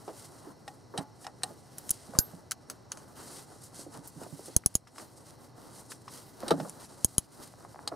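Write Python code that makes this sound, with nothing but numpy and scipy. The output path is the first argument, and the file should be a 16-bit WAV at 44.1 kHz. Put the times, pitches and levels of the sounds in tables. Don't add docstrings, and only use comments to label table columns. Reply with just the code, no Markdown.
import sys
import numpy as np
from scipy import signal
from scipy.fft import rfft, irfft
from scipy.io import wavfile

SR = 44100
rng = np.random.default_rng(int(sys.argv[2]) if len(sys.argv) > 2 else 0)


def gain_from_db(level_db):
    decades = np.asarray(level_db, float) / 20
    return 10 ** decades


def to_wav(sig):
    pcm = np.clip(np.atleast_2d(sig), -1, 1) * 32767
    pcm = np.round(pcm).astype(np.int16)
    wavfile.write(sys.argv[1], SR, pcm.T)


N = 350595

# (frequency [Hz], density [dB per Hz])
AIR_SPECTRUM = [(20, -32.5), (120, 1.5), (200, -8), (280, -8.5), (800, -14), (1900, -30.5), (2400, -33.5),
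                (3500, -34.5), (4200, -24.5), (5100, -30), (5500, -22), (6000, -30), (9000, -45.5),
                (15600, -52)]
# (frequency [Hz], level [dB rms])
WHINE_LINES = [(120, -67), (2000, -77.5)]
# (frequency [Hz], density [dB per Hz])
RUMBLE_SPECTRUM = [(120, -12), (270, 3), (500, -2.5), (900, -2), (1400, -8), (1900, -16), (2400, -38)]
# (frequency [Hz], density [dB per Hz])
SLEEVE_SPECTRUM = [(880, -17.5), (1500, -4.5), (1650, -12), (2070, -6), (2290, -14.5), (2730, -10),
                   (3520, -6), (4540, -2.5), (7120, -4), (8920, 0.5), (15600, -17)]
# (frequency [Hz], side minus mid [dB])
STEREO_SPREAD = [(60, 0.5), (110, -10), (200, -2.5), (380, -4.5), (700, -6.5), (1290, -6), (2380, -12),
                 (4400, -16), (8120, -21), (15000, 2.5)]
# (peak time [s], rise [s per 10 dB], fall [s per 10 dB], sleeve hiss [dB], hand rumble [dB])
ARM_SWEEPS = [(.25, 0.24, 0.02, -53.5, -54), (.52, 0.4, 0.01, -57.5, -51), (1.03, 0.07, 0.01, -56.5, -55),
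              (1.88, 0.15, 0.18, -53, -51.5), (2.155, 0.09, 0.21, -55.5, -48),
              (2.918, 0.02, 0.85, -61, -54), (4.462, 0.29, 0.2, -55, -57), (5.01, 0.05, 0.08, -49, -44),
              (5.579, 0.02, 0.37, -58, -51), (6.148, 0.06, 0.2, -51, -51.5),
              (6.49, 0.0737, 0.0557, -47, -38), (6.64, 0.13, 0.1, -54.5, -50),
              (6.85, 0.12, 0.01, -54.5, -48.5), (7.427, 0.1, 0.07, -51, -45)]
# (start time [s], hold [s], sleeve hiss [dB], hand rumble [dB])
QUICK_BRUSHES = [(0, 0.085, -65.5, -56), (0.684, 0.055, -64, -56), (1.222, 0.024, -59, -59),
                 (1.446, 0.056, -61, -50), (1.513, 0.084, -67, -64), (2.308, 0.093, -68, -58.5),
                 (2.701, 0.015, -59.5, -50), (3.172, 0.23, -53, -51.5), (3.5, 0.032, -59, -51.5),
                 (3.626, 0.041, -55, -56.5), (3.748, 0.079, -54, -46.5), (3.93, 0.037, -54.5, -46.5),
                 (4.05, 0.014, -54.5, -54), (4.214, 0.025, -57.5, -46), (4.702, 0.059, -55.5, -77),
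                 (5.178, 0.029, -58, -54), (5.27, 0.065, -57.5, -56), (5.398, 0.048, -59.5, -56),
                 (5.748, 0.058, -54.5, -57), (5.907, 0.012, -52, -51), (6.576, 0.078, -59, -50),
                 (6.902, 0.041, -58, -51.5), (6.978, 0.059, -62, -54.5), (7.084, 0.16, -58.5, -55.5),
                 (7.332, 0.012, -53.5, -52), (7.585, 0.06, -63.5, -52.5), (7.705, 0.025, -57, -54),
                 (7.785, 0.15, -65, -51)]

# (frequency [Hz], width [Hz], level [dB])
BRACKET_MODES = [(77.6, 13, -8), (159.3, 7, 2.5), (185, 8, 2.5), (259, 12, 4), (277, 5, 5), (291, 12, 4),
                 (341, 35, 3.5), (434, 29, 7), (480, 53, 4.5), (660, 36, 0.5), (850, 84, -4.5),
                 (1210, 46, -2.5), (1340, 58, -1.5), (1640, 46, -12)]
# (time [s], peak [dB], main frequency [Hz], t60
# [s])
SOFT_KNOCKS = [(0.677, -31.5, 806, 0.041), (0.974, -32.5, 770, 0.18), (1.244, -47, 760, 0.068),
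               (1.2655, -34.5, 790, 0.1), (1.42, -43, 1500, .03), (1.433, -31.5, 740, 0.062),
               (2.135, -36, 603, 0.08), (2.15, -34.5, 1040, 0.091), (2.167, -37, 503, .06),
               (2.516, -35, 1460, 0.062), (2.698, -43, 1270, .04), (2.915, -41, 850, 0.052),
               (2.972, -40.5, 1300, 0.033), (6.602, -31.5, 195, 0.26), (4.636, -41, 1300, .04),
               (4.87, -45, 1190, .053), (4.959, -43.5, 1230, 0.028), (4.981, -33.5, 1100, 0.031),
               (4.998, -39, 1210, 0.037), (5.918, -36, 1360, 0.049), (6.078, -34.5, 960, 0.064),
               (6.426, -35, 1000, .03), (6.431, -30, 527, 0.074), (6.599, -24.5, 630, 0.051),
               (6.648, -35, 541, 0.15), (7.537, -41, 750, 0.024), (7.606, -41.5, 740, .03),
               (7.628, -48, 1100, .025), (7.648, -36, 740, 0.047), (7.744, -38, 700, .025),
               (7.758, -36.5, 810, 0.035), (7.79, -32.5, 815, 0.02), (7.874, -28, 780, 0.063),
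               (0.078, -29.5, 448, 0.14), (0.469, -39, 322, 0.075), (0.938, -32.5, 450, 0.17),
                (0.984, -27.5, 195, 0.07), (1.009, -33, 420, 0.031), (1.433, -33, 480, 0.045),
                (1.504, -39.5, 264, 0.096), (2.087, -42, 204, .06), (2.149, -37.5, 152, 0.09),
                (2.334, -40, 174, 0.04), (6.432, -35, 224, 0.063), (3.791, -37, 288, 0.038),
                (3.863, -37, 287, 0.074), (3.984, -39.5, 150, 0.049), (4.162, -40, 165, 0.058),
                (4.215, -33, 263, 0.04), (4.263, -36.5, 274, 0.059), (4.324, -37, 160, .039),
                (4.392, -36, 370, 0.039), (4.481, -36.5, 328, 0.078), (6.478, -44, 277, .11),
                (6.537, -24.5, 298, 0.053), (6.578, -34, 250, 0.054), (7.393, -46, 164, .062),
                (7.916, -30.5, 586, 0.082), (7.922, -28.5, 435, 0.061), (7.938, -33.5, 480, .06)]
# (frequency [Hz], width [Hz], level [dB])
CASTING_MODES = [(168, 16, 0.5), (276, 15, 5.5), (356, 7.1, -18), (446.5, 27, 1.5), (653, 19, -9),
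                 (857, 5.7, 3.5), (1210, 8.9, -10), (1424, 14, -7.5), (1680, 88, -13.5)]

# (frequency [Hz], level [dB], t60 [s])
BOLT_MODES = [(756, -1, .1), (820, -2.5, 0.13), (1863, -8.5, 0.078)]
# (time [s], peak [dB])
BOLT_HUM_EVENTS = [
    (.679, -41),
    (.976, -39),
    (1.245, -45.5),
    (1.267, -41),
    (1.434, -36.5),
]
# (frequency [Hz], peak [dB], t60 [s], left minus right [dB], left lead [rad])
FREE_SOCKET_MODES = [(1520, -41, .14, -2, 1), (8974, -43.5, .15, -8, 0), (12090, -28.5, .17, -2, 2.5),
                     (12870, -25.5, .16, -4, .7)]

# (time [s], left level [dB], right lag [ms], right level [dB])
OVERLOAD_KICKS = [
    (1.9095, -23.5, -.4, -30.5),
    (2.1893, -8.5, 1.2, -12),
    (4.5654, -12, -.3, -24),
    (4.5672, -16, .1, -10),
    (4.6622, -11.5, 1.1, -18.5),
    (4.7542, -13.5, 0, -12),
    (7.0487, -12, -.4, -10.5),
    (7.1837, -12, .2, -13),
]

SEAT_HITS = [
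    (0.0794, -71.5, 13, -6),
    (0.6784, -57, 6.5, -22),
    (1.2443, -62.5, 7.5, -18),
    (1.2666, -54, 5, -29),
    (4.2333, -57, -4, -22),
    (4.8728, -66.5, 3, -18),
    (4.9823, -56, 0.5, -15),
    (5.919, -58, 4.5, -5),
    (6.0806, -63.5, 8, -17),
    (6.5989, -63, 12, -10),
]
SEAT_MODES = [(1850, 150, 2), (2550, 58, 2.5), (2870, 110, -4), (3700, 260, 4.5), (5260, 190, 3.5),
              (6900, 200, -1), (8230, 310, 1), (9650, 400, -5), (11000, 210, -26), (14200, 310, -37)]
BOLT_TAPS = [
    (0.9762, -41.5, 2.5, -30),
    (1.4331, -33.5, -2, -26),
    (6.4802, -42, 1, -19),
    (6.5062, -43, 9, -9),
]
BOLT_TAP_MODES = [(1810, 120, -9), (2800, 88, -7), (3080, 110, -10), (3750, 210, -1.5), (4030, 110, -1.5),
                  (4520, 120, -1.5), (5570, 87, -10), (6340, 340, -9), (8190, 240, 3), (8300, 144, 4.5),
                  (8770, 300, -0.5), (10200, 460, -7), (12400, 600, -24)]
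RIM_HITS = [
    (7.8752, -40.5, 4.1, -21),
]
RIM_MODES = [(2050, 140, -7), (3280, 270, 0.5), (3870, 220, -1), (4240, 250, 5.5), (4900, 350, -0.5),
             (5200, 230, -2), (6600, 450, -12), (8300, 350, 1), (9300, 600, -13), (10700, 550, -19),
             (12600, 500, -18)]
HOUSING_CLINKS = [
    (2.5099, -38.5, -5.5, -14),
    (2.5166, -38, -2.5, -10),
    (2.6988, -44.5, -2.5, -8),
    (2.9181, -41, -3, -18),
    (2.972, -55.5, -6, -20),
]
HOUSING_CLINK_MODES = [(1300, 250, -8), (1810, 260, -3.5), (3000, 350, -9), (4080, 320, -1),
                       (4650, 430, -5), (5600, 220, -2), (6460, 500, -2), (7300, 500, -1.5),
                       (8000, 590, -2), (9950, 420, 1.5), (10500, 400, -3.5), (11200, 400, -5),
                       (14100, 900, -14)]
LIFTED_HITS = [
    (2.1871, -24, -7, -9.5),
]
LIFTED_MODES = [(1530, 140, -6), (3950, 250, -4.5), (4450, 250, -5), (4950, 250, 2.5), (5640, 200, -8),
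                (6120, 300, -3), (7000, 450, -0.5), (7600, 300, -2.5), (9700, 530, -1.5), (10100, 200, -6),
                (10700, 350, -2.5), (14000, 500, -11)]
HEAD_SNAPS = [(1.7824, -46, -12, -4.5), (1.8925, -38, -13.5, -46), (1.9045, -41.5, -23, -4),
              (1.9061, -32, -24, 0), (1.9104, -34, -21, -14), (1.9107, -36, -21, -15),
              (3.6376, -56, -19, -10), (3.939, -60.5, 1, -23), (4.0741, -52.5, -25, -1),
              (4.4582, -51.5, -13, -14), (4.741, -56, -10, -14), (6.695, -45.5, -15, -22),
              (6.855, -59.5, -6, -17)]
HEAD_MODES = [(3200, 350, -21.5), (4500, 390, -24), (5550, 300, -15), (6540, 300, -7), (7200, 350, -8.5),
              (8400, 300, -9), (8910, 150, -2), (9500, 200, 0.5), (10160, 300, -4.5), (10770, 250, -7),
              (11430, 300, -7.5), (12760, 400, -12), (13800, 800, -21)]
SLACK_DROPS = [
    (4.5636, -23, -16.5, -12),
    (4.6599, -25, -17.5, -13),
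]
SLACK_MODES = [(750, 300, -11.5), (1380, 300, -17), (3310, 280, -15.5), (4210, 130, -10), (4970, 300, -14),
               (5830, 250, -9), (6420, 270, -7.5), (6960, 187, -13), (7970, 280, -7), (8530, 460, -17.5),
               (10020, 350, 1), (10720, 250, -7.5), (11950, 340, -13), (14400, 900, -19.5)]
LOADED_DROPS = [
    (4.7519, -26, -13, -12),
    (7.045, -24, -17.5, -10),
]
LOADED_MODES = [(750, 380, -15), (1990, 250, -26), (3150, 270, -14), (4300, 630, -13), (5170, 300, -15.5),
                (6240, 250, -7.5), (6750, 280, -1.5), (7470, 180, -11.5), (8350, 300, -6),
                (9730, 260, -6.5), (10550, 300, -2), (11100, 260, -8), (12000, 400, -12),
                (14000, 1200, -16.5)]
BINDING_DROP = [
    (7.1806, -25.5, -13, -9),
]
BINDING_MODES = [(900, 500, -20.5), (1500, 270, -21), (3180, 240, -13.5), (4200, 400, -12),
                 (5060, 300, -21), (6320, 300, -10), (6860, 300, -9), (7560, 300, -13.5), (8400, 300, -10),
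                 (9650, 250, -9), (10350, 280, 0), (10950, 250, -3), (12400, 600, -18), (14000, 1200, -19)]

AIR_DB, REST_SLEEVE_DB, REST_HAND_DB = -56.5, -72, -61
RUMBLE_CUT_HZ, HISS_TOP_HZ = 37, 15750
BRUSH_RISE_S, BRUSH_FALL_S = 0.019, 0.029
FOLD_DB, FOLD_LOW_HZ, FOLD_HIGH_HZ = 1.5, 6200, 10200
DUCK_ABOVE_DB, DUCK_DB = -30, 4
DUCK_ATTACK_S, DUCK_RELEASE_S = 0.03, 0.24
CLUNK_S, CLUNK_DB = 6.5055, -10.5
CENTRE_HZ, PAN_DB_PER_OCTAVE = 700, 3
BLOW_S = 0.84
CLINK_S = 2.188
WIDEN = 0.62
TAIL_SHRINK_PER_DB = 0.0736


def rms_one(x):
    return x / np.sqrt(np.mean(x ** 2) + 1e-20)


def at_hz(points, hz):
    point_hz, point_db = np.array(points)[:, 0], np.array(points)[:, 1]
    return np.interp(np.log(hz + 1), np.log(point_hz + 1), point_db)


def band(x, low_hz, high_hz, order=2):
    return signal.sosfilt(signal.butter(order, [low_hz, high_hz], "band", fs=SR, output="sos"), x)


def resonate(x, peaks, order=1):
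    out = 0
    for k, (hz, width, db) in enumerate(peaks):
        r = np.exp(-np.pi * width * order / SR)
        zeros = [(1 - r * r) / 2, 0, (r * r - 1) / 2]
        poles = [1, -2 * r * np.cos(2 * np.pi * hz / SR), r * r]
        out = out + (-1) ** k * gain_from_db(db) * signal.sosfilt([zeros + poles] * order, x)
    return out


def to_stereo(mid, side):
    hz = np.fft.rfftfreq(side.shape[-1], 1 / SR)
    side = irfft(rfft(side) * gain_from_db(at_hz(STEREO_SPREAD, hz)), side.shape[-1])
    return np.array([mid + side, mid - side])


def add(out, s, piece):
    i = int(s * SR)
    out[:, i:i + piece.shape[1]] += piece[:, :N - i]


def drift(rate_hz):
    r = np.exp(-2 * np.pi * rate_hz / SR)
    wander = signal.lfilter([1], [1, -2 * r, r * r], rng.standard_normal(N + SR))
    return rms_one(wander[SR:])


def coloured(spectrum, grain_db):
    hz = np.fft.rfftfreq(N, 1 / SR)
    white = rng.standard_normal((2, N)) * gain_from_db(grain_db * rng.exponential(1, (2, N)))
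    mid, side = irfft(rfft(white) * gain_from_db(at_hz(spectrum, hz)) * (hz < HISS_TOP_HZ), N)
    return to_stereo(mid, side) / np.std(mid)


def garage_air():
    t = np.arange(N) / SR
    lines = 0
    for hz, db in WHINE_LINES:
        lines = lines + gain_from_db(db + 55.5) * np.sin(2 * np.pi * hz * t + 0.63 * drift(3.2))
    return gain_from_db(AIR_DB) * (band(coloured(AIR_SPECTRUM, grain_db=1.0), RUMBLE_CUT_HZ, 20000) + lines)


def movements():
    t = np.arange(0, N, 32) / SR
    power = gain_from_db([[2 * REST_SLEEVE_DB], [2 * REST_HAND_DB]])
    strokes = [(s, 0, *rest) for s, *rest in ARM_SWEEPS]
    strokes += [(s, hold, BRUSH_RISE_S, BRUSH_FALL_S, *levels) for s, hold, *levels in QUICK_BRUSHES]
    for s, hold, rise, fall, *levels in strokes:
        distance = np.maximum((s - t) / rise, (t - s - hold) / fall)
        loss_db = 10 * np.maximum(distance, 0) ** 1.17
        power = power + gain_from_db(np.c_[levels] - loss_db) ** 2
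    return [np.interp(np.arange(N) / SR, t, np.sqrt(p)) for p in power]


def hand_rumble(level):
    return level * gain_from_db(-4.5 + 2 * drift(13.0)) * coloured(RUMBLE_SPECTRUM, grain_db=2)


def folds(x):
    low, high = band(x, 300, FOLD_LOW_HZ), band(x, FOLD_HIGH_HZ, 18000)
    return sum(gain_from_db(FOLD_DB * drift(3.7)) * part for part in (low, x - low - high, high))


def sleeve_rustle(level):
    flicker_db = 1.4 * drift(35) + 1.6 * drift(8.2)
    return level * gain_from_db(flicker_db) * folds(coloured(SLEEVE_SPECTRUM, grain_db=2.5))


def ducking():
    teeth = SLACK_DROPS + LOADED_DROPS + BINDING_DROP
    loud_s = [s for s, db, *_ in teeth if db > DUCK_ABOVE_DB]
    after = np.maximum(np.arange(N) / SR - np.c_[loud_s], 0)
    dips = (1 - np.exp(-after / DUCK_ATTACK_S)) * np.exp(-after / DUCK_RELEASE_S)
    return gain_from_db(-DUCK_DB * np.sum(dips, axis=0))


def background():
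    sleeve_level, hand_level = movements()
    return ducking() * (garage_air() + hand_rumble(hand_level) + sleeve_rustle(sleeve_level))


def handle_clunk(press_ms, wide):
    out, t = np.zeros((2, N)), np.arange(SR // 2) / SR
    press = np.minimum(t / 0.00079, 1) * np.exp(-(t * 1000 / press_ms) ** 3)
    grind = press * rng.standard_normal((2, len(t)))
    grind[:, 40] += 11.0
    mid, side = band(resonate(grind, BRACKET_MODES), 50, 2900, order=3)
    pair = np.array([0.82 * mid + wide * side, 1.15 * mid - wide * side])
    add(out, CLUNK_S, gain_from_db(CLUNK_DB) / np.abs(mid).max() * pair)
    return out


def knocks():
    out, t = np.zeros((2, N)), np.arange(12000) / SR
    for s, db, hz, t60 in SOFT_KNOCKS:
        noise = rng.standard_normal((2, len(t)))
        noise[0, 50] += BLOW_S / t60
        fade = np.minimum(t / 0.0013, 1) * gain_from_db(-60 * t / t60)
        push = resonate(noise * fade, [(hz, 0.95 * hz, 0)])
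        rung = resonate(push, [(hz, 0.15 * hz, -1)])
        rung = rung + gain_from_db(-1.0) * resonate(push, CASTING_MODES) + gain_from_db(-4.0) * band(push, 130, 2100)
        rung = band(rung, 0.28 * hz, 1.94 * hz + 350, order=3)
        mid, side = gain_from_db(db) * rung / np.abs(rung[0]).max()
        pan_db = PAN_DB_PER_OCTAVE * np.log2(hz / CENTRE_HZ)
        add(out, s, np.array([mid + 0.39 * side, mid - 0.16 * side]) * gain_from_db([[pan_db / 2], [-pan_db / 2]]))
    return out


def bolt_hum():
    out, t = np.zeros((2, N)), np.arange(SR // 2) / SR
    for s, db in BOLT_HUM_EVENTS:
        for hz, mode_db, t60 in BOLT_MODES:
            fade = gain_from_db(db + mode_db - BOLT_MODES[0][1] - 60 * t / t60) * np.minimum(t / 0.0013, 1)
            tone = np.sin(2 * np.pi * (hz * t + rng.random()))
            add(out, s, np.tile(fade * tone, (2, 1)))
    return out


def free_socket_ring():
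    out, t = np.zeros((2, N)), np.arange(SR // 2) / SR
    for hz, db, t60, pan_db, lead in FREE_SOCKET_MODES:
        phase = 2 * np.pi * (hz * t + rng.random()) + np.array([[lead], [0]])
        fade = gain_from_db(db - 60 * t / t60) * np.minimum(t / 0.002, 1)
        add(out, CLINK_S, gain_from_db([[pan_db / 2], [-pan_db / 2]]) * fade * np.sin(phase))
    return out


def overload_thumps(sag_ms, block_hz):
    kick = np.zeros((2, N))
    for s, left_db, lag_ms, right_db in OVERLOAD_KICKS:
        start_s = s - 0.0009
        kick[0, int(start_s * SR)] = -gain_from_db(left_db)
        kick[1, int((start_s + lag_ms / 1000) * SR)] = -gain_from_db(right_db)
    t_ms = np.arange(2000) / SR * 1000
    r = np.exp(-2 * np.pi * block_hz / SR)
    pulse = signal.lfilter([1, -1], [1, -r], t_ms * np.exp(-t_ms / sag_ms))
    left, right = signal.oaconvolve(kick, pulse[None] / pulse.max())[:, :N]
    return np.array([left - WIDEN * right, right - WIDEN * left])


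def steel(events, ring, broad_db, tail_db, contact_ms, t60, impact):
    out, t = np.zeros((2, N)), np.arange(4500) / SR
    usual_db = np.mean(events, axis=0)[1]
    for s, db, body_db, edge_db in events:
        noise = rng.standard_normal((2, len(t)))
        contact = np.minimum(t / 0.00067, 1) * np.exp(-(t * 1000 / contact_ms) ** 2)
        contact[20] *= impact
        noise[0, 20] = 1
        decay_s = t60 * np.exp(-TAIL_SHRINK_PER_DB * (db - usual_db))
        tail = np.minimum(t / 0.0039, 1) * gain_from_db(tail_db - 60 * t / decay_s)
        struck = resonate(noise * (contact + tail), ring, order=2)
        struck = struck + gain_from_db(broad_db) * noise * (contact + 2.9 * tail)
        hit = 0
        for low, high, level in [(500, 5500, db + body_db), (5500, 11200, db), (11200, 16500, db + edge_db)]:
            zone = band(struck, low, high, order=4)
            hit = hit + gain_from_db(level) * zone / np.std(zone[0, :SR // 50])
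        add(out, s, to_stereo(*hit))
    return out


def socket_on_bolt():
    seat = steel(SEAT_HITS, SEAT_MODES, broad_db=-9, tail_db=-5, contact_ms=0.78, t60=0.044, impact=11.4)
    tap = steel(BOLT_TAPS, BOLT_TAP_MODES, broad_db=-19.5, tail_db=-2, contact_ms=1.46, t60=0.051, impact=16.0)
    return seat + bolt_hum() + tap


def socket_on_housing():
    strike = steel(LIFTED_HITS, LIFTED_MODES, broad_db=-23.5, tail_db=-10.5, contact_ms=1.55, t60=0.051, impact=11.0)
    clinks = steel(HOUSING_CLINKS, HOUSING_CLINK_MODES, broad_db=-13.5, tail_db=-10.0, contact_ms=1.55,
                   t60=0.063, impact=7.6)
    rim = steel(RIM_HITS, RIM_MODES, broad_db=-20, tail_db=-1, contact_ms=1.2, t60=0.041, impact=13.0)
    return strike + free_socket_ring() + clinks + rim


def wrench_snaps():
    head = steel(HEAD_SNAPS, HEAD_MODES, broad_db=-13.5, tail_db=-8.5, contact_ms=1.7, t60=0.045, impact=9.0)
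    slack = steel(SLACK_DROPS, SLACK_MODES, broad_db=-26, tail_db=-9, contact_ms=2.1, t60=0.037, impact=12.0)
    loaded = steel(LOADED_DROPS, LOADED_MODES, broad_db=-25.5, tail_db=-7.5, contact_ms=2.0, t60=0.039, impact=12.0)
    binding = steel(BINDING_DROP, BINDING_MODES, broad_db=-27.5, tail_db=-6.5, contact_ms=2.1, t60=0.04, impact=11.4)
    return head + slack + loaded + binding


def scene():
    mix = background() + handle_clunk(press_ms=15.2, wide=0.45) + knocks()
    mix = mix + socket_on_bolt() + socket_on_housing()
    return mix + overload_thumps(sag_ms=1.0, block_hz=69.7) + wrench_snaps()


def top_cut(x):
    return signal.sosfilt(signal.butter(12, 16810, fs=SR, output="sos"), x)


def record(dry):
    shaded = dry - resonate(dry, [(3506, 180, -2)])
    rolled = signal.sosfilt(signal.cheby2(10, 60, 16800, fs=SR, output="sos"), shaded)
    return top_cut(rolled)


dry = scene()
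out = record(dry)
to_wav(out)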